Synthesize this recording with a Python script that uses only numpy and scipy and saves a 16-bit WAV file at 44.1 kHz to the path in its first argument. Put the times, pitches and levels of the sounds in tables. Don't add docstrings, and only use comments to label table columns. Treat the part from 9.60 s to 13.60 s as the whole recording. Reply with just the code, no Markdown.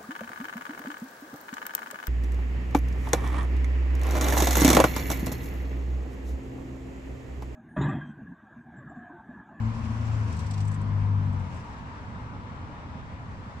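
import sys
import numpy as np
from scipy import signal
from scipy.fft import rfft, irfft
from scipy.io import wavfile
from scipy.ndimage import uniform_filter1d

SR = 44100
rng = np.random.default_rng(int(sys.argv[2]) if len(sys.argv) > 2 else 0)


def persist_wave(psi):
    counts = np.round(np.clip(psi, -1, 1) * 32767).astype(np.int16)
    wavfile.write(sys.argv[1], SR, np.atleast_2d(counts).T)


N = 176400
TIME_S, BINS_HZ = np.arange(N) / SR, np.fft.rfftfreq(N, 1 / SR)


def amp(db):
    return 10 ** (np.asarray(db) / 20)


def unit(x):
    return x / np.sqrt(np.mean(x ** 2) + 1e-20)


def at_hz(points, hz):
    freq_hz, value = np.transpose(points)
    return np.interp(np.log(hz + 1), np.log(freq_hz + 1), value)


def in_time(table):
    time_s, *columns = np.transpose(table)
    return [np.interp(TIME_S, time_s, column) for column in columns]


def pan(db):
    return amp(np.array([[db], [-db]]))


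def drift(rate_hz):
    white = rfft(rng.standard_normal(N))
    return unit(irfft(white * (BINS_HZ > 0) / (1 + (BINS_HZ / rate_hz) ** 4), N))


def colour(x, spectrum):
    return irfft(rfft(x) * unit(amp(at_hz(spectrum, BINS_HZ))), N)


def narrow_noise(centre_hz, half_width_hz):
    phase = 2 * np.pi * np.cumsum(centre_hz * np.ones(N)) / SR
    return drift(half_width_hz) * np.cos(phase) + drift(half_width_hz) * np.sin(phase)


def traffic(level_db=-39, patch_db=0.96, swell_db=0.5, crossover_hz=314):
    # freq_hz, relative_db
    spectrum = [(12,-41),(20,-20),(32,-13.5),(48,-6.5),(65,-3.5),(97,2.5),(135,-4.5),(160,-7),(245,-7),(300,-16),(350,-20.5),(500,-20.5),(750,-21),(1150,-21),(1400,-26),(2150,-30.5),(3300,-40.5),(4100,-42.5),(6200,-51),(7700,-54),(9300,-65),(10200,-72),(15000,-80)]
    # time_s, gain_db
    roar_gain = [(0,2.5),(.45,3),(1.0,2.5),(1.8,2),(2.3,1.7),(2.7,0.86),(3.1,1.5),(3.6,0),(4,0.1)]
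    # freq_hz, coherence
    likeness = [(25,.72),(60,0.86),(180,0.98),(300,0.81),(560,0.75),(1000,0.21),(1700,.5),(3000,0.23),(6000,0.26),(10000,.3)]
    # freq_hz, left_minus_right_db
    balance = [(60, 5.5), (100, -2), (180, -2.5), (320, -2.5), (560, 1), (980, 1.5), (1710, 2), (2980, 4.5),
               (5210, 4), (9110, -6)]
    # freq_hz, left_lead_rad
    lead = [(20,0),(400,0),(690,-.4),(950,-.5),(1290,-3.0),(1640,-2.9),(2500,.4),(2930,3.6),(3530,4.3),(5200,8.9),(7000,10)]
    frames, hz = N // 512 + 5, np.fft.rfftfreq(2048, 1 / SR)
    left_re, left_im, apart_re, apart_im, patches = rng.standard_normal((5, frames, len(hz)))
    patches = uniform_filter1d(patches, size=10, axis=0)
    patches = unit(uniform_filter1d(patches, size=16, axis=1))
    coherence, lead_rad = at_hz(likeness, hz), at_hz(lead, hz)
    left, apart = left_re + 1j * left_im, apart_re + 1j * apart_im
    right = (coherence * left + np.sqrt(1 - coherence ** 2) * apart) * np.exp(-1j * lead_rad)
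    side = amp(at_hz(balance, hz) / 2)
    spectra = np.array([left * side, right / side]) * amp(at_hz(spectrum, hz) + patch_db * patches)
    spectra /= np.sqrt((1 + coherence * np.cos(lead_rad)) / 2)
    road = unit(signal.istft(spectra.swapaxes(1, 2), nperseg=2048, noverlap=1536)[1][:, :N])
    roar = irfft(rfft(road) / (1 + (crossover_hz / (BINS_HZ + 1)) ** 4), N)
    rumble = road - roar
    return amp(level_db) * (rumble + roar * amp(in_time(roar_gain)[0] + swell_db * drift(12)))


def tread_hum(half_width_hz=110, coherence=0.49):
    # time_s, centre_hz, level_db
    band = [(0,1020,-51),(.45,1020,-50.5),(1.0,990,-51),(1.5,980,-49),(2.2,930,-51),(3.0,920,-53.5),(4,900,-56)]
    centre_hz, level_db = in_time(band)
    shared, left, right = [narrow_noise(centre_hz, half_width_hz) for _ in range(3)]
    hum = np.sqrt(coherence) * shared + np.sqrt(1 - coherence) * np.array([left, right])
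    return amp(level_db) * pan(1.7) * hum


def engine(base_hz, orders, end_s, waver=0.0053, flutter_db=0.67, release_db_per_s=141):
    turns = np.cumsum(base_hz * (1 + waver * drift(12))) / SR
    fade_db = -release_db_per_s * np.maximum(TIME_S - end_s, 0)
    drone = np.zeros(N)
    for order, level_db in orders:
        peak = np.sqrt(2) * amp(level_db + fade_db + flutter_db * drift(6))
        drone += peak * np.sin(2 * np.pi * (order * turns + rng.random()))
    return drone


def vehicles():
    # time_s, cycle_hz
    speed = [(0,55.68),(.35,55.43),(.55,55.16),(.7,52.95),(.9,50.83),(1.35,50.66),(1.62,49.6),(1.8,46.47),(2.0,41.94)]
    # time_s, level_db
    firing = [(0,-30.5),(.08,-27),(.19,-38.5),(.35,-32.5),(.5,-25.5),(.68,-28),(.73,-45.5),(.86,-32.5),(.99,-28.5),(1.09,-25.5),(1.17,-33.5),(1.32,-26.5),(1.52,-23.5),(1.64,-24),(1.73,-28.5),(1.83,-28.5),(1.89,-41),(1.96,-38.5),(2.05,-58)]
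    # time_s, order3_db, order4_db, order5_db
    overtones = [(0,-59,-40,-57),(.3,-56,-37.5,-59),(.55,-54,-51,-62),(.75,-41,-44,-56),(.95,-39.5,-46,-62),(1.3,-35.5,-41.5,-50.5),(1.7,-37.5,-43.5,-46.5),(1.9,-42.5,-46,-56),(2.1,-65,-62,-56)]
    # time_s, firing_hz, firing_db, third_harmonic_db
    second_run = [(0,74,-35,-42.5),(.12,76.5,-48,-41),(.26,79.9,-34,-43),(.48,81.75,-36.5,-45),(.7,82.06,-33,-55),(.84,79.9,-33.5,-52.5),(.98,76,-60,-60)]
    # freq_hz, relative_db
    exhaust_spectrum = [(15,-19.5),(35,-9.5),(55,1.5),(72,-5.5),(120,-7.5),(190,-8.5),(260,-14.5),(340,-33.5),(600,-73.5)]
    # time_s, level_db
    exhaust_level = [(0,-39.5),(.6,-43.5),(1.2,-42),(1.75,-35.5),(1.92,-47),(2.1,-68),(4,-85)]
    main_orders = enumerate(in_time(firing) + in_time(overtones), start=2)
    main = engine(in_time(speed)[0], main_orders, end_s=1.98)
    exhaust = colour(rng.standard_normal(N), exhaust_spectrum) * amp(in_time(exhaust_level)[0])
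    firing_hz, firing_db, third_db = in_time(second_run)
    second = engine(firing_hz, [(1, firing_db), (3, third_db)], end_s=0.98)
    return pan(2.5) * (main + second + exhaust)


def grass_rustle(grain_db=1.0, flicker_db=1.5):
    # freq_hz, relative_db
    spectrum = [(500,-23),(1500,-4.5),(2500,8.5),(3600,-2.5),(5700,1.5),(6800,-4),(7450,-3),(8300,-11),(9200,-15),(10200,-20.5),(15000,-26.5)]
    # time_s, level_db
    level = [(0,-61.5),(.25,-57),(.5,-55.5),(.66,-55),(.85,-55.5),(1.1,-60.5),(1.3,-67.5),(1.7,-69),(2.0,-60.5),(2.3,-68.5),(3.0,-78),(4,-65.5)]
    # freq_hz, left_minus_right_db
    balance = [(1500,1.5),(4000,2),(6000,0),(7400,-2),(8500,-13),(10000,-15),(15000,-1.5)]
    grains = unit(rng.standard_normal((2, N)) * amp(grain_db * drift(900) + flicker_db * drift(25)))
    side = amp(at_hz(balance, BINS_HZ) / 2)
    hiss = irfft(rfft(colour(grains, spectrum)) * np.array([side, 1 / side]), N)
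    return hiss * amp(in_time(level)[0])


def whistle(pitch_hz=7340, half_width_hz=64, flicker_db=3):
    # time_s, level_db
    level = [(0,-85),(.05,-67),(.12,-88),(.42,-88),(.46,-68),(.51,-80),(.55,-67),(.62,-79),(.67,-95),(.8,-120)]
    envelope = amp(in_time(level)[0] + flicker_db * drift(30))
    return pan(-2.5) * envelope * narrow_noise(pitch_hz, half_width_hz)


def grass_crackles(rise_s=0.0058, decay_s=0.008, grain_db=3, snap_db=3.0):
    # start_s, relative_db, rasp_offset_db, hold_s
    clumps = [(0.726,-48,1.5,.004),(0.765,-50,-2,0.0076),(0.79,-48,0.5,0.0067),(0.805,-56,4,.003),(0.844,-63,2,.003),(.860,-56.5,1,.003),(0.867,-55,6,.003),(.909,-44.5,2.5,0.0043),(.937,-50,5,0.0061),
              (0.978,-49,1,0.0037),(1.003,-49,1.5,0.011),(1.045,-55,-6,0.015),(1.077,-46.5,-21,0.0068),(1.113,-52,-6,0.013),(1.138,-53.5,-7,0.015),
              (1.214,-53,-6,0.0026),(1.657,-62,-7,0.0029),(1.728,-60,-2,.003),(1.795,-62.5,-3,0.007),(1.942,-54,-13,.003),(1.965,-57.5,-4,.006),(2.043,-66,-5,.004)]
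    # freq_hz, relative_db
    ring_spectrum = [(3000,-34),(6000,-4.5),(7100,-2.5),(7700,3.5),(8700,-2),(9900,-24),(13000,-21),(14100,-20.5),(15000,-33)]
    # freq_hz, relative_db
    rasp_spectrum = [(1200,-34.5),(3000,-1.5),(4500,1),(6100,-1),(7200,-19),(10000,-30.5),(15000,-39.5)]
    ring_envelope, rasp_envelope = np.zeros((2, N))
    for start_s, relative_db, rasp_offset_db, hold_s in clumps:
        attack = np.clip((TIME_S - start_s) / rise_s + 0.5, 0, 1)
        decay = np.exp(-np.maximum(TIME_S - start_s - hold_s, 0) / decay_s)
        ring_envelope += amp(relative_db) * attack * decay
        rasp_envelope += amp(relative_db + rasp_offset_db) * attack * decay
    noise = rng.standard_normal((2, 2, N))
    snaps = unit(noise * amp(grain_db * drift(1500) + snap_db * rng.standard_normal(N)))
    ring = colour(snaps[0] * ring_envelope, ring_spectrum)
    rasp = colour(snaps[1] * rasp_envelope, rasp_spectrum)
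    return pan(-2.5) * ring + pan(0.3) * rasp


def scene(crackle_gain_db=-5.0):
    far = traffic() + tread_hum() + vehicles()
    near = grass_rustle() + whistle() + amp(crackle_gain_db) * grass_crackles()
    return far + near


def record(dry):
    lowpass = signal.firwin(511, 15100, window=("kaiser", 9), fs=SR)
    return signal.oaconvolve(dry, lowpass[None], "same")


dry = scene()
out = record(dry)
persist_wave(out)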